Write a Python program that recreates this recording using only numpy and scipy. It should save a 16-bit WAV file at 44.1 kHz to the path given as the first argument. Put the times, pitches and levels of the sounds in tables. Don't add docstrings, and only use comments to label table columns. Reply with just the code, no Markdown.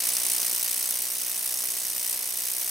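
import sys
import numpy as np
from scipy import signal
from scipy.fft import rfft, irfft, next_fast_len
from scipy.io import wavfile

SR = 44100
rng = np.random.default_rng(int(sys.argv[2]) if len(sys.argv) > 2 else 0)


def materialize(psi):
    bounded = np.clip(np.atleast_2d(psi).T, -1, 1)
    quanta = np.round(bounded * 32767).astype(np.int16)
    wavfile.write(sys.argv[1], SR, quanta)


N = 119070

# (delay from the main blow [ms], level [dB], scatter [dB],
# share of the force changes [ratio], clank [dB], bright edge [dB], housing [dB])
CONTACT_PATTERN = [(-4.85, -4.9, 2.2, .8, -2.5, -3.5, -7), (-2.7, -1.2, 1.7, 1.1, 2.5, 0, -1),
                   (.55, -.3, 1.9, 1.1, -2, .5, 0), (5.17, -3.8, 1.7, .45, -1.5, -1.5, -1.5)]
JITTER_MS, LOOSEN_PER_S = .13, .35


def hammer(start_turns=-.41, cycle_jitter_ms=.09, uneven_ms=.28, uneven_db=.7):
    # (time [s], rate [blows per second])
    speed = [(0.0, 60.67), (0.3, 61.22), (0.5, 60.49), (0.8, 61.25), (1.1, 61.48), (1.28, 61.92),
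             (1.5, 61.17), (1.9, 61.58), (2.15, 61.23), (2.5, 61.82), (2.7, 62.27)]
    # (time [s], level [dB])
    force_curve = [(0, -26.1), (.5, -26.3), (.72, -27.5), (.9, -28.1), (1.15, -29.7), (1.55, -28.8),
                   (1.95, -29.9), (2.1, -29.4), (2.3, -30.6), (2.48, -29.3), (2.7, -30)]
    # (time [s], extra level [dB], clank [dB])
    square_blows = [(.0902, 7, -3), (.169, 2, 6), (.2665, 2, 3.5), (.3192, 5, -3), (.8279, 4, -2),
                    (.9098, 4, -2), (1.2188, 4, -3), (1.462, 4, -6), (1.7394, 2.5, -3), (2.0647, 4, -3),
                    (2.0972, 4.5, -2), (2.1299, 4.5, -3), (2.2282, 3.5, -3), (2.3741, 2.3, -2)]
    t = np.arange(N) / SR
    turns = start_turns + np.cumsum(np.interp(t, *np.transpose(speed))) / SR
    cycle = np.arange(int(turns[-1]) + 1)
    chance = rng.standard_normal((len(cycle), 9))
    blow = np.interp(cycle, turns, t) + cycle_jitter_ms * chance[:, 0] / 1000
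    force = np.interp(blow, *np.transpose(force_curve))
    delay_ms, db, scatter_db, share, clank_db, _, _ = np.transpose(CONTACT_PATTERN)
    late_ms = delay_ms + JITTER_MS * (1 + LOOSEN_PER_S * blow[:, None]) * chance[:, 1:5]
    scatter = scatter_db * np.minimum(chance[:, 5:], 1)
    level = db + share * (force - force.mean())[:, None] + scatter
    clank = clank_db - scatter / 2
    lug = (-1.) ** cycle
    late_ms[:, 0] += uneven_ms * lug
    level[:, 0] -= uneven_db * lug
    times = blow[:, None] + late_ms / 1000
    for when, extra_db, square_clank_db in square_blows:
        row, contact = np.unravel_index(np.argmin(abs(times - when)), times.shape)
        level[row, contact] = force[row] - force.mean() + extra_db
        clank[row, contact] = square_clank_db
    return blow, force, times, level, clank


def cracks(times, level, alike=0.25, rise_s=.0005, spike_s=.00024, ring_s=.0013, ring_db=1):
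    t = np.arange(-SR // 1000, SR // 100) / SR
    noise = rng.standard_normal((times.size + 1, len(t)))
    grain = alike * noise[0] + np.sqrt(1 - alike ** 2) * noise[1:]
    spike = np.exp(-abs(t) / spike_s) * (t >= 0)
    ring = amp(ring_db) * np.exp(-np.where(t < 0, -t / rise_s, t / ring_s))
    shapes = grain * (spike + ring)
    shapes /= np.linalg.norm(shapes, axis=1, keepdims=True)
    return place(times.ravel() + t[0], shapes * amp(level.reshape(-1, 1)))


def steel(times, level, clank):
    # (frequency [Hz], level [dB])
    crack_colour = [(200, -21), (5000, -35), (7400, -9), (7850, 2), (9700, 2.5), (10600, 2), (11200, -3.5),
                    (12000, -2.5), (14000, -18.5)]
    clank_colour = [(200, -32), (1500, -14.5), (2300, -18.5), (2900, -9), (3500, -15.5), (4300, -7),
                    (5100, 0.5), (6300, 1.5), (7000, -1.5), (7600, -22.5), (9000, -37.5)]
    edge_colour = [(200, -67), (8000, -33), (11500, -8), (12600, 2), (13600, 4), (14800, 1), (15600, -5.5)]
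    # (time [s], level [dB])
    clank_curve = [(0, 0.5), (.35, 0.5), (.52, 1), (.7, -0.5), (1.25, 0.5), (1.42, -2), (1.57, 1.8),
                   (1.67, -1), (1.77, -0.5), (1.87, 2), (2.0, -0.2), (2.33, -1.5), (2.46, 0.5), (2.6, -.7)]
    edge_curve = [(0, -3.5), (.35, -3.5), (.52, -0.7), (.8, -1.5), (1.0, -1), (1.8, -1.5), (2.02, -2),
                  (2.2, -1.7), (2.7, 0)]
    # (frequency [Hz], width [Hz], level [dB])
    ring_modes = [(1959, 110, -8), (2598, 140, -9), (2975, 120, -4), (3627, 28, -1), (5720, 140, -2),
                  (6330, 55, 2), (8070, 70, 1), (9700, 170, 4), (10626, 60, 2), (10870, 35, 0),
                  (13476, 180, -1)]
    clank = clank + np.interp(times, *np.transpose(clank_curve))
    edge = np.transpose(CONTACT_PATTERN)[-2] + np.interp(times, *np.transpose(edge_curve))
    return (amp(-3) * unit(coloured(cracks(times, level), crack_colour))
            + amp(-9.5) * unit(coloured(cracks(times, level + clank), clank_colour))
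            + amp(-4.5) * unit(coloured(cracks(times, level + edge), edge_colour))
            + amp(-12) * unit(resonate(cracks(times, level, alike=0), ring_modes)))


def housing(times, force, rise_s=0.00061, decay_s=.0021, follow=1.23, scatter_db=1.5):
    # (frequency [Hz], level [dB])
    rattle_colour = [(100, -30), (300, -18), (650, -6), (1050, -3.5), (1400, -13.5), (1750, -1),
                     (2200, 3.5), (3000, -1.5), (4200, 3), (7000, -2.5), (15000, -81)]
    t = np.arange(SR // 60) / SR
    scatter = scatter_db * rng.standard_normal(times.shape)
    db = np.transpose(CONTACT_PATTERN)[-1] + follow * force[:, None] + scatter
    envelope = (1 - np.exp(-t / rise_s)) * np.exp(-t / decay_s)
    rattles = amp(db).reshape(-1, 1) * envelope * rng.standard_normal((times.size, len(t)))
    return unit(coloured(place(times.ravel(), rattles), rattle_colour))


def recoil(times, level, decay_s=0.0033, follow=0.14):
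    # (frequency [Hz], level [dB])
    shudder_colour = [(40, -16), (120, -12), (200, -6), (270, 0), (400, 0.5), (600, 0), (800, -2.5),
                      (1100, -7), (2000, -30), (6000, -51)]
    t = np.arange(SR // 30) / SR
    envelopes = np.exp(-t / decay_s) * amp(follow * level.reshape(-1, 1))
    shudders = envelopes * rng.standard_normal((times.size, len(t)))
    return unit(coloured(place(times.ravel(), shudders), shudder_colour)) * np.array([[1], [-1]])


def rim(blow, force, scatter_db=2, uneven_ms=0.094, uneven_ms_per_s=.075):
    # (frequency [Hz], width [Hz], level [dB])
    rim_modes = [(523, 14, 3.5), (552, 20, -4), (581, 18, 0), (612, 22, -2), (672, 18, 3), (710, 22, 4),
                 (860, 24, -2), (1000, 450, -4)]
    chance = rng.standard_normal((len(blow), 2))
    lug = (-1.) ** np.arange(len(blow))
    limp_ms = (uneven_ms + uneven_ms_per_s * blow) * lug
    jitter_ms = JITTER_MS * (1 + LOOSEN_PER_S * blow) * chance[:, 0]
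    late_ms = CONTACT_PATTERN[0][0] + limp_ms + jitter_ms
    knocks = amp(force - force.mean() + scatter_db * chance[:, 1])
    return unit(resonate(place(blow + late_ms / 1000, knocks[:, None]), rim_modes))


def body(blow, force, follow=1.2, scatter_db=2.5, fade_db_per_s=1.1):
    # (frequency [Hz], width [Hz], level [dB])
    body_modes = [(246, 22, 2.3), (306, 22, -4), (368, 22, 2), (430, 26, -10)]
    db = follow * (force - force.mean()) - fade_db_per_s * blow
    kicks = amp(db + scatter_db * rng.standard_normal(len(force)))
    kick_times = blow + CONTACT_PATTERN[1][0] / 1000
    return unit(resonate(place(kick_times, kicks[:, None]), body_modes))


def wash(strikes, rise_s=0.0012, spokes_s=0.0033, spokes_db=9, walls_t60_s=0.16):
    # (frequency [Hz], level [dB])
    wash_colour = [(40, -8.5), (130, -7.5), (350, -7), (650, -5.5), (1450, -3), (2200, -1), (2800, 1.5),
                   (5600, 6), (7300, 4.5), (9200, 8.5), (13600, 4.5), (15600, 5.5)]
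    t = np.arange(SR // 2) / SR
    walls = 1000. ** (-t / walls_t60_s)
    spokes = amp(spokes_db) * np.exp(-t / spokes_s)
    tail = (walls + spokes) * (1 - np.exp(-t / rise_s))
    envelope = np.sqrt(abs(signal.fftconvolve(strikes ** 2, tail ** 2)[:N]))
    return unit(coloured(envelope * rng.standard_normal((2, N)), wash_colour))


def air():
    # (frequency [Hz], level [dB])
    air_colour = [(20, -2), (60, -3), (200, -10), (1000, 11), (15000, -40)]
    return unit(coloured(rng.standard_normal((2, N)), air_colour))


def amp(db):
    return 10 ** (np.asarray(db) / 20)


def unit(x):
    return x / np.sqrt(np.mean(x ** 2) + 1e-20)


def pan(db):
    return amp(np.array([[db], [-db]]))


def filtered(x, response):
    size = 2 * next_fast_len(N // 2 + SR // 4)
    hz = np.fft.rfftfreq(size, 1 / SR)
    return irfft(rfft(x, size) * response(hz), size)[..., :N]


def coloured(x, points):
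    def response(hz):
        point_hz, db = np.transpose(points)
        gain = amp(np.interp(np.log(hz + 1), np.log(point_hz + 1), db))
        cepstrum = irfft(np.log(gain))
        half = len(cepstrum) // 2
        cepstrum[1:half] *= 2
        cepstrum[half + 1:] = 0
        return np.exp(rfft(cepstrum))
    return filtered(x, response)


def resonate(x, modes):
    def response(hz):
        return sum(amp(db) * 1j * hz * width / (centre ** 2 - hz ** 2 + 1j * hz * width)
                   for centre, width, db in modes)
    return filtered(x, response)


def place(times, shapes):
    index = np.round(times * SR).astype(int)[:, None] + np.arange(shapes.shape[1])
    inside = (index >= 0) & (index < N)
    return np.bincount(index[inside], shapes[inside], N)


def scene():
    blow, force, times, level, clank = hammer()
    wrench = (pan(-0.45) * steel(times, level, clank)
              + amp(-15.5) * housing(times, force)
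              + amp(-33.5) * pan(2.5) * body(blow, force)
              + amp(-25.5) * pan(3) * rim(blow, force)
              + amp(-23) * pan(2.5) * recoil(times, level))
    background = amp(-67) * air()
    reflections = amp(-4.5) * wash(cracks(times, level))
    return amp(force.mean()) * (wrench + reflections) + background


def record(dry):
    return filtered(dry, lambda hz: hz < 15830)


dry = scene()
out = record(dry)
materialize(out)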